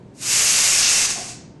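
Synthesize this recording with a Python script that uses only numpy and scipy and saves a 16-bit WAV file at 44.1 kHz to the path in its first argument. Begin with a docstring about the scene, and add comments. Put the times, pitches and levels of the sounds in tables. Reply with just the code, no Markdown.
"""Gas cylinder in a classroom

A gas cylinder stands on a bench; its valve is opened for a second and shut again. The jet hisses
through narrow resonances of the outlet, briefly lower late in the burst; bench and walls throw it back.
A soft, hollow handling scuff follows the closing, over the low rumble and hum of the room."""
import sys
import numpy as np
from scipy import signal
from scipy.fft import rfft, irfft
from scipy.io import wavfile
from scipy.ndimage import uniform_filter1d

SR = 44100
rng = np.random.default_rng(int(sys.argv[2]) if len(sys.argv) > 2 else 0)


def materialize(psi):
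    """Save the field psi as 16-bit PCM at rate SR to the path in sys.argv[1].

    A 1-D psi becomes a single channel; in a 2-D psi each row is a channel.
    """
    bounded = np.clip(np.atleast_2d(psi).T, -1, 1)
    quanta = np.round(bounded * 32767).astype(np.int16)
    wavfile.write(sys.argv[1], SR, quanta)


N = 70560
TIME_S, FREQ_HZ = np.arange(N) / SR, np.fft.rfftfreq(N, 1 / SR)


def amp(db):
    """Decibels to gain."""
    return 10 ** (np.asarray(db) / 20)


def unit_rms(x):
    """Scales to rms 1."""
    return x / np.sqrt(np.mean(x ** 2) + 1e-20)


def curve_at(table, hz):
    """Interpolates a table on a log-frequency axis."""
    table_hz, values = np.transpose(table)
    return np.interp(np.log(hz + 1), np.log(table_hz + 1), values)


def noise(spectrum_db):
    """Coloured noise, rms 1."""
    return unit_rms(irfft(rfft(rng.standard_normal(N)) * amp(spectrum_db), N))


def wobble(shape, span):
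    """Random drift, rms 1, smoothed over span points per axis."""
    drift = rng.standard_normal(shape)
    for axis, points in enumerate(span):
        drift = uniform_filter1d(drift, points, axis)
    return unit_rms(drift)


# room rumble spectrum: freq_hz, relative_db
RUMBLE_SPECTRUM = [(15, -59.5), (25, -36), (54, -17), (130, -4.5), (332, -11), (480, -17), (678, -22.5),
                   (846, -29), (911, -22.5), (1060, -32), (1530, -34.5), (1690, -36), (9000, -52.5),
                   (11700, -99), (19800, -120)]
# ventilation hum: pitch_hz, level_db
HUM_TONES = [(118.4, -54), (161.5, -67)]

def ambience(rumble_db=-43, waver=0.24):
    """Steady room rumble and wavering ventilation hum."""
    hum = np.zeros(N)
    for pitch_hz, level_db in HUM_TONES:
        tone = np.sqrt(2) * np.sin(2 * np.pi * (pitch_hz * TIME_S + rng.random()))
        hum += amp(level_db) * tone * (1 + waver * wobble((N,), span=(4000,)))
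    return hum + amp(rumble_db) * noise(curve_at(RUMBLE_SPECTRUM, FREQ_HZ))


# room reverberation: freq_hz, t60_s
ROOM_DECAY = [(150, 1), (700, 0.76), (2500, 0.57), (6000, 0.51), (11000, 0.21)]

def reverb_tail(rise_s):
    """Diffuse tail of energy 1; the treble dies first."""
    taps = rng.standard_normal(SR) * np.minimum(np.arange(SR) / SR / rise_s, 1)
    hz, frame_s, bands = signal.stft(taps, SR, nperseg=256)
    decay = amp(-60 * frame_s / curve_at(ROOM_DECAY, hz)[:, None])
    tail = signal.istft(bands * decay, SR, nperseg=256)[1]
    return tail / np.linalg.norm(tail)


def room(direct, wet_db, early_db=-20, early_s=0.02, echoes=12, tails=3, drift_per_s=4.99):
    """Direct sound, early reflections off bench and walls, and tails that drift into one another."""
    delays_s = (rng.random(echoes) + 0.1) * early_s
    taps = np.zeros(SR)
    taps[(delays_s * SR).astype(int)] = amp(early_db) * rng.choice([-1, 1], echoes) / np.sqrt(echoes)
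    early = signal.fftconvolve(direct, taps)[:N]
    wet = np.zeros(N)
    for k in range(tails):
        crossfade = np.sqrt(2 / tails) * np.cos(np.pi * (drift_per_s * TIME_S + k / tails))
        wet += signal.fftconvolve(direct * crossfade, reverb_tail(early_s))[:N]
    return (direct + early + amp(wet_db) * wet) / np.sqrt(1 + amp(wet_db) ** 2)


# hollow resonances: centre_hz, half_width_hz, relative_db
HOLLOW_MODES = [(214, 50, -10), (305, 55, -6), (545, 70, -9), (720, 45, 0), (800, 94, -6), (1087, 41, -10)]

def scuff(start_s=1.155, rise_s=0.024, t60_s=0.21, rub_db=-31, ring_hz=718, ring_vs_rub_db=-2):
    """A short handling rub stirs low, hollow resonances, one of them a clear note."""
    age_s = np.maximum(TIME_S - start_s, 0)
    rub = np.zeros(N)
    for centre_hz, half_width_hz, relative_db in HOLLOW_MODES:
        detune = (FREQ_HZ - centre_hz) / half_width_hz
        rub += amp(relative_db) * noise(-40 * np.log10(np.hypot(1, detune)))
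    ring = amp(ring_vs_rub_db) * np.sqrt(2) * np.sin(2 * np.pi * ring_hz * age_s)
    attack = np.minimum(age_s / rise_s, 1)
    decay = amp(-60 * np.maximum(age_s - rise_s, 0) / t60_s)
    return amp(rub_db) * attack * decay * (unit_rms(rub) + ring)


# flow through the valve: time_s, level_db
VALVE_FLOW = [(.13, -76.5), (.15, -57.5), (.19, -44), (.22, -30.5), (0.269, -22), (0.331, -15.5),
              (.38, -16), (.5, -16), (.78, -16), (.89, -14.5), (.95, -16.5), (1.055, -17), (1.068, -25.5),
              (1.11, -21.5), (1.16, -32), (1.311, -34.5), (1.37, -51), (1.449, -92)]
# turbulence spectrum: freq_hz, relative_db
JET_SPECTRUM = [(40, -16), (200, -24.5), (500, -16.5), (900, -14), (1600, -9.5), (2200, -6), (2700, -4),
                (3150, -7.5), (4000, -6.5), (5000, -2.5), (6500, 0.5), (7800, -1.5), (8900, -5), (9150, -6),
                (11800, -12.5)]
# narrow outlet resonances: centre_hz, width_hz, lift_db
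OUTLET_MODES = [(2130, 50, 3.5), (2450, 60, 2.5), (2710, 90, 2.5), (4610, 30, 6), (5180, 45, 5),
                (5580, 45, 5), (5820, 28, 6), (6010, 25, 5), (6190, 25, 4), (6260, 35, 4), (6490, 70, 2),
                (6610, 35, 6), (6890, 40, 4), (7100, 40, 4), (7320, 38, 6), (7810, 35, 4), (7920, 22, 5),
                (8070, 35, 4), (8500, 27, 5), (8610, 30, 5), (8890, 40, 5)]
# thinner colour of a weak jet: freq_hz, change_db
WEAK_JET_COLOUR = [(500, 6), (1500, -0.5), (2700, -1.5), (4000, 1.5), (6400, -2.5), (9000, 2.5),
                   (11500, -4)]
# colour of the brief drop in pitch: freq_hz, change_db
SAG_COLOUR = [(1500, -1.5), (2400, -0.5), (2800, 3.5), (3300, 1.5), (4000, 2.5), (5500, 2), (6300, 0.5),
              (6900, -4.5), (7800, -5.5), (11000, -5)]

def gas_jet(thin_range_db=26.5, sag_s=0.857, sag_width_s=0.042, flutter_db=0.5, patch_db=0.6,
            treble_edge_hz=10300, treble_db_per_s=-7, treble_neutral_s=0.87):
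    """Turbulence coloured by the outlet; level and colour follow the flow."""
    outlet_db = sum(lift_db / (1 + (2 * (FREQ_HZ - centre_hz) / width_hz) ** 2)
                    for centre_hz, width_hz, lift_db in OUTLET_MODES)
    turbulence = noise(curve_at(JET_SPECTRUM, FREQ_HZ) + outlet_db)
    hz, frame_s, bands = signal.stft(turbulence, SR, nperseg=512, noverlap=384)
    hz = hz[:, None]
    flow_s, flow_db = np.transpose(VALVE_FLOW)
    flow_loss_db = flow_db.max() - np.interp(frame_s, flow_s, flow_db)
    thin_db = curve_at(WEAK_JET_COLOUR, hz) * np.minimum(flow_loss_db / thin_range_db, 1)
    sag_db = curve_at(SAG_COLOUR, hz) * np.exp(-((frame_s - sag_s) / sag_width_s) ** 2)
    # the top treble slowly dulls
    treble_shelf = 1 / (1 + np.exp((treble_edge_hz - hz) / 500))
    treble_tilt_db = treble_db_per_s * (frame_s - treble_neutral_s) * treble_shelf
    churn_db = flutter_db * wobble(frame_s.shape, span=(4,))  # all bands together
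    churn_db = churn_db + patch_db * wobble(bands.shape, span=(10, 14))  # time-frequency patches
    bands *= amp(thin_db + sag_db + treble_tilt_db + churn_db)
    hiss = signal.istft(bands, SR, nperseg=512, noverlap=384)[1][:N]
    return hiss * amp(np.interp(TIME_S, flow_s, flow_db))


def scene():
    """Jet and scuff in the room, over the ambience; both channels alike."""
    mono = room(gas_jet(), wet_db=-6.5) + room(scuff(), wet_db=-9.5) + ambience()
    return np.array([mono, mono])


def record(dry):
    """Steep low-pass band limit."""
    cutoff_hz = 11830
    lowpass = signal.firwin(901, cutoff_hz, window=("kaiser", 9), fs=SR)
    return signal.oaconvolve(dry, lowpass[None], "same")


dry = scene()
out = record(dry)
materialize(out)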